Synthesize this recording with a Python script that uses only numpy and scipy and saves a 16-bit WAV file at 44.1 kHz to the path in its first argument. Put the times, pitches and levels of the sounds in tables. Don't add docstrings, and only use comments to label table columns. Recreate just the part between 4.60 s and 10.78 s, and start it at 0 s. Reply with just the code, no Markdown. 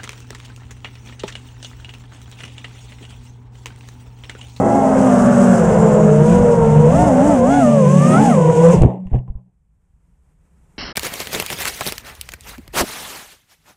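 import sys
import numpy as np
from scipy import signal
from scipy.fft import rfft, irfft
from scipy.io import wavfile
from scipy.ndimage import uniform_filter1d

SR = 44100
rng = np.random.default_rng(int(sys.argv[2]) if len(sys.argv) > 2 else 0)


def dump_mix(stems):
    frames = np.atleast_2d(stems).T
    limited = np.clip(frames, -1, 1)
    pcm = np.round(limited * 32767).astype(np.int16)
    wavfile.write(sys.argv[1], SR, pcm)


def attenuation_scalar(level_db):
    decades = np.asarray(level_db, float) / 20
    return 10 ** decades


N = 272538
MIDDLE_HZ = 190
FAST_HZ = 272


def rms_one(x):
    return x / np.sqrt(np.mean(x ** 2) + 1e-20)


def in_time(rows, fade_s=0.00583):
    s, *columns = np.transpose(rows)
    t = np.arange(N) / SR
    fade_in = np.clip((t - s[0]) / fade_s + 1, 0, 1)
    fade_out = np.clip((s[-1] - t) / fade_s + 1, 0, 1)
    return [fade_in * fade_out] + [np.interp(t, s, column) for column in columns]


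def drift(rate):
    r = np.exp(-80 * np.pi * rate / SR)
    slow = signal.lfilter([1], [1, -2 * r, r * r], rng.standard_normal(N // 40 + 2002))[2000:]
    return np.interp(np.arange(N) / 40, np.arange(len(slow)), rms_one(slow))


def ring(clicks, hz, t60):
    r = attenuation_scalar(-60 / (t60 * SR))
    w = 2 * np.pi * hz / SR
    return signal.lfilter([0, np.sin(w)], [1, -2 * r * np.cos(w), r * r], clicks + 1e-18)


def coloured(x, spectrum):
    hz, level_db = np.transpose(spectrum)
    log_hz = np.log(np.arange(N // 2 + 1) * SR / N + 1)
    gain = attenuation_scalar(np.interp(log_hz, np.log(hz), level_db, -90, -90))
    return rms_one(irfft(rfft(x) * gain, N))


def turbulence(spectrum, gust_db, rate):
    gusts = attenuation_scalar(gust_db * drift(rate))
    return coloured(rng.standard_normal(N) * gusts, spectrum)


def clicks_at(s, level_db):
    train = np.zeros(N)
    train[np.round(s * SR).astype(int)] = attenuation_scalar(level_db)
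    return train


def rotor(gate, hz, tones, hunt, flutter_db):
    # (centre [Hz], width [Hz])
    whine_peak = (7600., 2100.)
    peak_hz, width_hz = whine_peak
    on = gate > 0
    turn_hz = uniform_filter1d(hz, size=500) * (1 + hunt * drift(16.52))
    angle = 2 * np.pi * np.cumsum(turn_hz) / SR
    out = np.zeros(N)
    for multiple, level_db in tones:
        gain = np.sqrt(2) * attenuation_scalar((level_db + flutter_db * drift(22.3))[on])
        if multiple > 30:
            gain = 1.6 * gain / (1 + ((multiple * hz[on] - peak_hz) / width_hz) ** 4)
        wobble = .15 * min(multiple, 9) ** .5 * drift(30)[on]
        out[on] += gain * np.sin(round(multiple) * angle[on] + wobble + rng.uniform(0, 2 * np.pi))
    return gate * out, angle


def surges():
    # (time [s], half width [s], near gain [Hz], rear gain [Hz], side gain [Hz])
    corrections = [
        (1.84, 0.14, 3., 29.1, 49),
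        (2.419, 0.087, 67, 70, 27),
        (2.69, 0.071, 47.6, 53.7, 29.5),
        (2.954, .085, 64, 50, -20.5),
        (3.652, 0.077, 81.6, 8.07, 4.),
    ]
    bite = [0, .45, .3, 1, 1]
    s, width_s = np.transpose(corrections)[:2, :, None]
    squareness = 2.8
    bells = np.exp(-np.abs((np.arange(N) / SR - s) / width_s) ** squareness)
    near_gain, rear_gain, side_gain = np.transpose(corrections)[2:] @ bells
    load_db = -24 * (1 - np.dot(bite, bells))
    return near_gain, rear_gain, side_gain, load_db


def loaded(hz, load_db):
    # (multiple of the turn rate, level at the top of a surge [dB])
    surge_tones = [(6, -41.), (9, -52.), (12, -48.), (15, -58.)]
    speed_db = 80 * np.log10(np.minimum(hz / FAST_HZ, 1))
    return [(multiple, db + load_db + speed_db) for multiple, db in surge_tones]


def near_rotor(gain_hz):
    # (time [s], turn rate [Hz], blade tone [dB], second blade tone [dB])
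    near = [(0, 215, -22, -34.5), (.19, 227.7, -22, -37.5), (.3, 213.8, -23, -36), (.46, 208.5, -28, -35),
            (.55, 194, -24, -30.5), (.66, 192.4, -21, -34.5), (.9, 187.3, -23.5, -36),
            (1.08, 152.1, -18.5, -36.5), (1.45, 141.6, -19, -39.5), (1.7, 161.1, -13.5, -28.5),
            (2.1, 150.5, -16, -25), (2.28, 162.4, -14, -27.5), (2.57, 186.7, -20.5, -41),
            (2.83, 165.9, -20, -28), (3.13, 199.2, -15.5, -31), (3.25, 165.1, -17, -27.5),
            (3.4, 193, -27, -27.5), (3.54, 210.3, -25, -22.5), (3.78, 168, -12.5, -27.5),
            (3.88, 159.3, -19, -24), (4.12, 167.2, -19, -29.5), (4.165, 148.7, -37, -28.5)]
    # (time [s], level [dB])
    near_whine = [(0, -66), (.68, -64), (.76, -52), (.9, -52), (.95, -47), (1.0, -62), (1.14, -56),
                  (1.2, -68), (2.9, -66), (3.06, -54), (3.14, -60), (3.28, -60), (3.36, -49), (3.56, -45),
                  (3.62, -60), (3.7, -50), (3.76, -56), (3.82, -51), (3.92, -64)]
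    # (multiple of the turn rate, level against the second blade tone [dB])
    near_upper = [(9, -15.), (12, -25.), (15, -32.)]
    # (multiple of the turn rate, level [dB])
    near_tones = [(1, -23), (2, -41)]
    gate, hz, blade_db, second_db = in_time(near)
    hz = uniform_filter1d(hz, size=1800) + gain_hz
    speed_db = 25 * np.log10(hz / MIDDLE_HZ)
    second_db = second_db - .5 * np.maximum(hz - 240, 0)
    tones = [(3, blade_db), (6, second_db)]
    tones += [(multiple, second_db + below_db + speed_db) for multiple, below_db in near_upper]
    tones += [(42, in_time(near_whine)[1]), *near_tones]
    return rotor(gate, hz, tones, hunt=.004, flutter_db=2.6)


def rear_rotor(gain_hz, load_db):
    # (time [s], turn rate [Hz], unbalance tone [dB], blade tone [dB])
    rear = [(0, 271, -21.5, -22.5), (.17, 275, -18, -19.5), (.28, 261, -17.5, -24), (.44, 262, -13.5, -27),
            (.58, 242, -14, -29.5), (.9, 237, -13, -27), (1.08, 211, -16, -26), (1.55, 207, -15.5, -20),
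            (1.87, 212, -22.5, -34), (2.15, 218, -17.5, -58.5), (2.29, 220, -23, -26.5),
            (2.57, 252, -13, -24), (2.82, 232, -14.5, -24), (3.1, 232, -13, -27), (3.3, 188, -15.5, -26.5),
            (3.5, 177, -15.5, -22), (3.71, 236, -13.5, -35), (3.85, 160, -19.5, -29.5),
            (4.171, 178, -14, -23)]
    # (multiple of the turn rate, level [dB])
    rear_tones = [(2, -32), (6, -45), (7, -62)]
    gate, hz, unbalance_db, blade_db = in_time(rear)
    hz = uniform_filter1d(hz, size=1800) + gain_hz
    tones = [(1, unbalance_db), (3, blade_db), *rear_tones, *loaded(hz, load_db)]
    return rotor(gate, hz, tones, hunt=.003, flutter_db=2)[0]


def side_rotor(gain_hz):
    # (time [s], turn rate [Hz], unbalance tone [dB], blade tone [dB])
    side = [(0, 200.6, -29.5, -28), (.5, 196.9, -22.5, -27.5), (.75, 193.2, -17.5, -23),
            (.92, 189.8, -15, -23), (1.07, 170.1, -16.5, -31), (1.3, 167.2, -18, -17),
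            (1.49, 159, -16, -20.5), (1.57, 146, -12.5, -27.5), (1.66, 148.4, -13.5, -45),
            (1.9, 151.8, -23, -20), (2.2, 149.4, -11.5, -28), (2.57, 167.5, -24, -22),
            (2.82, 171.1, -28, -22), (3.05, 143.1, -23.5, -47), (3.15, 146.2, -18, -30),
            (3.2, 154.4, -18.5, -25.5), (3.27, 144.3, -12, -30), (3.45, 148.6, -14.5, -38.5),
            (3.65, 153, -22, -34), (3.9, 155.4, -13, -22.5), (4.03, 163, -11.5, -13),
            (4.1, 169.1, -13.5, -19), (4.125, 168, -20, -11), (4.171, 100, -18, -25)]
    # (time [s], level [dB])
    side_whine = [(0, -68), (1.12, -66), (1.22, -52), (1.4, -54), (1.52, -49), (1.6, -66), (3.0, -66),
                  (3.1, -53), (3.17, -60), (3.22, -50), (3.42, -51), (3.5, -64), (4.08, -62), (4.13, -49),
                  (4.17, -52)]
    # (multiple of the turn rate, level [dB])
    side_tones = [(2, -36.5), (6, -42.5)]
    gate, hz, unbalance_db, blade_db = in_time(side)
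    tones = [(1, unbalance_db), (3, blade_db), (42, in_time(side_whine)[1]), *side_tones]
    return rotor(gate, hz + gain_hz, tones, hunt=.003, flutter_db=2.2)[0]


def far_rotor(load_db):
    # (time [s], turn rate [Hz], unbalance tone [dB], blade tone [dB])
    far = [
        [(0, 135.7, -28, -29), (.06, 114.8, -27.5, -21), (.3, 125.2, -32, -40.5), (.9, 130.4, -26, -28),
         (1.4, 114.5, -45.5, -33), (1.8, 113.5, -46, -28.5)],
        [(.27, 174, -40.5, -28.5), (.45, 173.8, -31, -28.5), (.58, 170, -29, -43)],
        [(.52, 235.2, -30, -24), (.65, 211.9, -18, -29.5), (.83, 202, -22, -24.5)],
        [(.93, 175, -32.5, -38.5), (1.17, 172.9, -15, -24.5), (1.47, 181.3, -34, -25.5)],
        [(1.55, 180.2, -24, -32.5), (1.78, 178.9, -23.5, -39)],
        [(3.32, 212.2, -21, -43), (3.4, 230, -21, -46.5), (3.5, 239.2, -18, -31), (3.6, 288, -22.5, -21.5),
         (3.68, 289, -19, -24), (3.74, 228.2, -23, -31.5)],
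        [(3.46, 134.5, -49, -31), (3.51, 120.3, -23.5, -27), (3.6, 135, -20.5, -27), (3.72, 198.5, -13, -30.5)],
        [(3.77, 178.4, -26, -23), (3.87, 170.2, -26, -22)],
        [(3.91, 167, -14, -16), (3.98, 155, -18, -16.5), (4.06, 172.4, -23.5, -20.5), (4.11, 175.6, -19, -18)],
        [(4.125, 180, -30, -30), (4.135, 180.6, -33.5, -13), (4.165, 96, -50, -46)],
    ]
    far_whine_db = [-72, -72, -72, -51, -72, -62, -72, -66, -55, -45]
    # (multiple of the turn rate, level [dB])
    far_tones = [(2.2, -35.5)]
    # (multiple of the turn rate, level against the blade tone [dB])
    far_upper = [(6, -12.), (9, -32.)]
    out = np.zeros(N)
    for stretch, whine_db in zip(far, far_whine_db):
        gate, hz, unbalance_db, blade_db = in_time(stretch, fade_s=0.046)
        hz = uniform_filter1d(hz, size=1800)
        if hz.max() > FAST_HZ:
            upper = loaded(hz, load_db)
        else:
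            upper = [(multiple, blade_db + db) for multiple, db in far_upper]
        tones = [(1, unbalance_db), (3, blade_db), (42, whine_db), *far_tones, *upper]
        out += rotor(gate, hz, tones, hunt=.003, flutter_db=3)[0]
    return out


def rotors():
    near_gain, rear_gain, side_gain, load_db = surges()
    near, angle = near_rotor(near_gain)
    return near + rear_rotor(rear_gain, load_db) + side_rotor(side_gain) + far_rotor(load_db), angle


def air(angle):
    # (time [s], crosswind at the microphone port [dB], propeller wash [dB])
    wind = [(0, -28.5, -18), (.27, -32.5, -17.5), (.9, -30, -21.5), (1.1, -25, -17), (1.4, -28.5, -20),
            (1.57, -31, -26), (1.74, -21.5, -22.5), (1.85, -19.5, -20), (1.92, -30, -22.5),
            (1.99, -23.5, -21), (2.29, -23.5, -22), (2.39, -17, -19.5), (2.55, -28, -19),
            (3.03, -31.5, -25), (3.3, -56, -30.5), (3.56, -30.5, -21), (4.0, -46.5, -23.5),
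            (4.19, -17.5, -26)]
    # (time [s], level [dB])
    airspeed = [(0, -41), (.3, -36), (.6, -28), (1.0, -28.5), (1.4, -35), (1.75, -35), (2.3, -44),
                (2.6, -33.5), (3.2, -53), (3.6, -34.5), (3.8, -64.5), (4.2, -65)]
    # (time [s], tip hiss at the middle speed [dB])
    inflow = [(0, -46.5), (.5, -38), (.92, -37), (1.32, -38.5), (1.58, -39.5), (1.73, -35), (1.81, -39.5),
              (1.98, -41), (2.39, -39), (2.55, -41.5), (2.72, -39), (2.83, -41.5), (3.0, -38.5),
              (3.18, -40), (3.5, -35.5), (3.8, -40.5), (4.15, -36), (4.19, -42)]
    # (frequency [Hz], level per Hz [dB])
    buffet_colour = [(20, -7), (60, -4), (125, 1.5), (200, 4.5), (400, -49)]
    # (frequency [Hz], level per Hz [dB])
    wash_colour = [(120, -2), (190, -4.5), (300, -24.5), (400, -0.5), (550, 3.5), (850, -3.5), (1080, -8),
                   (1280, -24), (1600, -26), (2200, -24)]
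    # (frequency [Hz], level per Hz [dB])
    rush_colour = [(800, -8), (1100, 1.5), (1450, 5.5), (1750, -2.5), (2100, -24.5)]
    # (frequency [Hz], level per Hz [dB])
    swish_colour = [(1200, -6.5), (1900, 0.), (2800, 0.5), (3600, -9), (4500, -22)]
    # (frequency [Hz], level per Hz [dB])
    hiss_colour = [(2530, -29), (4300, -13), (6170, 0.5), (7140, 2), (8010, 1.5), (10400, -11.5),
                   (11200, -17), (13900, -27.5), (15000, -34.5)]
    gate, buffet_db, wash_db = in_time(wind, fade_s=.06)
    turn_hz = np.gradient(angle) * SR / (2 * np.pi)
    octaves = np.log2(np.maximum(turn_hz / MIDDLE_HZ, .5))
    inflow_db = in_time(inflow)[1]
    hiss_db = inflow_db + 7.5 * octaves
    swish_db = inflow_db + 3.5 * octaves - 5 + 1.06 * np.arange(N) / SR
    passes = 1 + 0.15 * np.sin(3 * angle)
    buffet = attenuation_scalar(buffet_db + 5) * turbulence(buffet_colour, gust_db=1.5, rate=8.5)
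    wash = attenuation_scalar(wash_db) * turbulence(wash_colour, gust_db=.8, rate=12)
    rush = attenuation_scalar(in_time(airspeed)[1]) * turbulence(rush_colour, gust_db=1.95, rate=15)
    swish = attenuation_scalar(swish_db) * turbulence(swish_colour, gust_db=1, rate=30)
    hiss = attenuation_scalar(hiss_db) * turbulence(hiss_colour, gust_db=1.32, rate=21)
    return gate * (buffet + wash + rush + passes * (swish + gate * hiss))


def blows():
    # (time [s], low push [dB], frame ring [dB], knock [dB], crack [dB])
    hits = [(4.199, -14, -24, -36, -57), (4.207, -2, -22, -30, -51), (4.2161, -25, -5, -7, -45.5),
            (4.2223, -2, -23, -12, -35.5), (4.234, -13, -26, -3.5, -34), (4.249, -7, 0.5, -14, -39.5),
            (4.261, -9, 0, -12, -41), (4.456, -23, -44, -51, -61), (4.468, -23, -33, -44.5, -57),
            (4.516, -24, -18, -54, -67), (4.53, -5.5, -30, -38, -57.5), (4.544, -6.5, -7.5, -36, -59),
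            (4.588, -18, -28, -60, -56), (4.679, -38, -31.5, -52, -66), (4.7, -14.5, -28, -51, -73),
            (4.753, -18.5, -33, -57, -100), (4.77, -30, -48, -63, -85)]
    # (frequency [Hz], level [dB], time to fall 60 dB [s])
    frame = [(125, 0.5, 0.31), (71.6, -7.5, 0.077), (209, -10.5, 0.11)]
    # (frequency [Hz], level [dB], time to fall 60 dB [s])
    shell = [(348.4, -7.5, 0.058), (452, -5, 0.038), (710, -18, 0.023), (1130, -16, 0.027)]
    s, push_db, frame_db, knock_db, crack_db = np.transpose(hits)
    out = ring(clicks_at(s, push_db + 6.5), 42, 0.043)
    for hz, level_db, t60 in frame:
        out -= ring(clicks_at(s, frame_db + level_db + 0.5), hz, t60)
    for hz, level_db, t60 in shell:
        chance_db = rng.normal(0, 1.3, len(s))
        out += ring(clicks_at(s, knock_db + level_db + chance_db), hz, t60)
    soft = signal.sosfilt(signal.butter(4, 1100, fs=SR, output="sos"), out)
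    dying = signal.lfilter([1], [1, -attenuation_scalar(-60 / (0.016 * SR))], clicks_at(s, crack_db - 8) + 1e-18)
    snap = [(1200, -8), (2500, 0), (4200, -14), (7000, -10), (9500, -16), (12000, -40)]
    return soft + dying * coloured(rng.standard_normal(N), snap)


def arm_hum():
    t = np.arange(N) / SR
    start_s, damped_s = 4.217, 4.88
    level_db = -18.5 - 60 * (t - start_s) - 110 * np.maximum(t - damped_s, 0) + 4.5 * drift(12)
    onset = np.clip((t - start_s) / .006, 0, 1)
    return np.sqrt(2) * attenuation_scalar(level_db) * onset * np.sin(2 * np.pi * 185.5 * t)


def ticks():
    # (time [s], case body level [dB], port level [dB])
    snaps = [(4.2205, -24, -22), (4.2255, -45, -39), (4.234, -33, -43), (4.2465, -38, -50),
             (4.253, -46, -47), (4.2603, -50, -42), (4.271, -42, -52), (4.292, -46, -53), (4.322, -48, -58),
             (4.335, -46, -60), (4.345, -50, -70), (4.357, -52, -72), (4.368, -52, -74), (4.38, -53, -72),
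             (4.403, -59, -66), (4.4705, -47, -59), (4.484, -54, -66), (4.502, -56, -62), (4.532, -44, -64),
             (4.537, -41, -62), (4.547, -43, -60), (4.56, -48, -66), (4.583, -50, -68), (4.589, -42, -57)]
    # (frequency [Hz], level [dB], time to fall 60 dB [s])
    tick_body = [(1900, -3, .009), (2800, -2, .009)]
    # (frequency [Hz], level [dB], time to fall 60 dB [s])
    tick_port = [(4300, -9, .003), (5400, -7, .003), (6500, -2, .005), (7900, 0, .003), (9300, -5, .003),
                 (11500, -14, .002)]
    s, body_db, port_db = np.transpose(snaps)
    out = np.zeros(N)
    for k, (hz, level_db, t60) in enumerate(tick_body + tick_port):
        part_db = body_db if k < len(tick_body) else port_db
        chance_db = 2.5 * rng.normal(0, 1, len(s))
        out += ring(clicks_at(s, part_db + level_db + chance_db), hz, t60) * (-1) ** k
    return signal.sosfilt(signal.butter(4, 12000, fs=SR, output="sos"), out)


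def grass_drags():
    # (time [s], rub [dB], crackle [dB], hold [s])
    drags = [(4.23, -13, -34, .004), (4.273, -21, -49, 0.035), (4.333, -28, -60, 0.023),
             (4.39, -45, -70, 0.063), (4.47, -46, -64, .004), (4.505, -47, -62, .02),
             (4.541, -24, -52, .004), (4.543, -26, -48.5, 0.011), (4.624, -53, -85, .03),
             (4.681, -47, -67, 0.013), (4.78, -54, -78, .004), (4.86, -67, -91, 0.033)]
    # (frequency [Hz], level per Hz [dB])
    rub_colour = [(130, -24), (220, 0.5), (605, 1), (746, -2), (808, -1.5), (1020, -11.5), (1500, -40),
                  (1950, -75), (3300, -120)]
    t = np.arange(N) / SR
    s, rub_db, crackle_db, hold_s = np.transpose(drags)[:, :, None]
    rise_db = 904 * np.maximum(s - t, 0)
    after = np.maximum(t - s - hold_s, 0)
    rub_level_db = np.max(rub_db - rise_db - 293 * after, axis=0) - 4
    crackle_level_db = np.max(crackle_db - rise_db - 416 * after, axis=0) - 3.5
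    rub = attenuation_scalar(rub_level_db) * turbulence(rub_colour, gust_db=1.5, rate=140)
    strength = attenuation_scalar(2.5 * np.minimum(rng.exponential(1, N), 4))
    stalks = (rng.random(N) < 1400 / SR) * strength * rng.choice([-1, 1], N)
    crackle_colour = [(1200, -15), (1700, 0), (2800, -6), (3700, -15), (4500, -37.5), (6200, -23),
                      (7500, -17.5), (9000, -27), (11000, -38)]
    return rub + attenuation_scalar(crackle_level_db) * coloured(stalks, crackle_colour)


def rattles():
    # (time [s], level [dB])
    taps_at = [
        (4.471, -51),
        (4.679, -45.5),
        (4.694, -55),
        (4.745, -59.5),
        (4.77, -58),
        (4.792, -60),
    ]
    # (frequency [Hz], level [dB], time to fall 60 dB [s])
    cover = [(627, -9, 0.058), (804, -2, 0.084), (1020, 1.5, 0.064)]
    s, tap_db = np.transpose(taps_at)
    taps = uniform_filter1d(clicks_at(s, tap_db), size=12)
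    return sum(attenuation_scalar(level_db) * ring(taps, hz, t60) for hz, level_db, t60 in cover)


def field():
    # (frequency [Hz], level per Hz [dB])
    rumble_colour = [(15, -11), (40, 3), (70, 5), (110, -10.5), (160, -1), (200, -12.5), (300, -26)]
    # (frequency [Hz], level per Hz [dB])
    far_hiss_colour = [(150, -33), (250, -2), (448, -1), (620, -6.5), (967, -4.5), (1090, -8.5),
                       (2240, -14.5), (4440, -28), (8090, -15.5), (15000, -33.5)]
    since = np.maximum(np.arange(N) / SR - 4.96, 0)
    rumble = attenuation_scalar(-63 + 11 * since) * turbulence(rumble_colour, gust_db=2, rate=8)
    far_hiss = attenuation_scalar(-82 + 14.5 * since) * turbulence(far_hiss_colour, gust_db=-1, rate=10)
    return rumble + far_hiss


def scene():
    whine, angle = rotors()
    flight = whine + air(angle)
    fall = blows() + arm_hum() + ticks() + grass_drags() + rattles()
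    return (flight + fall + field())[None]


def top_cut(x):
    return signal.sosfilt(signal.butter(12, 15140, fs=SR, output="sos"), x)


def record(dry):
    overload = 0.94
    rounded = dry / (1 + np.abs(dry / overload) ** 6) ** (1 / 6)
    return top_cut(rounded)


dry = scene()
out = record(dry)
dump_mix(out)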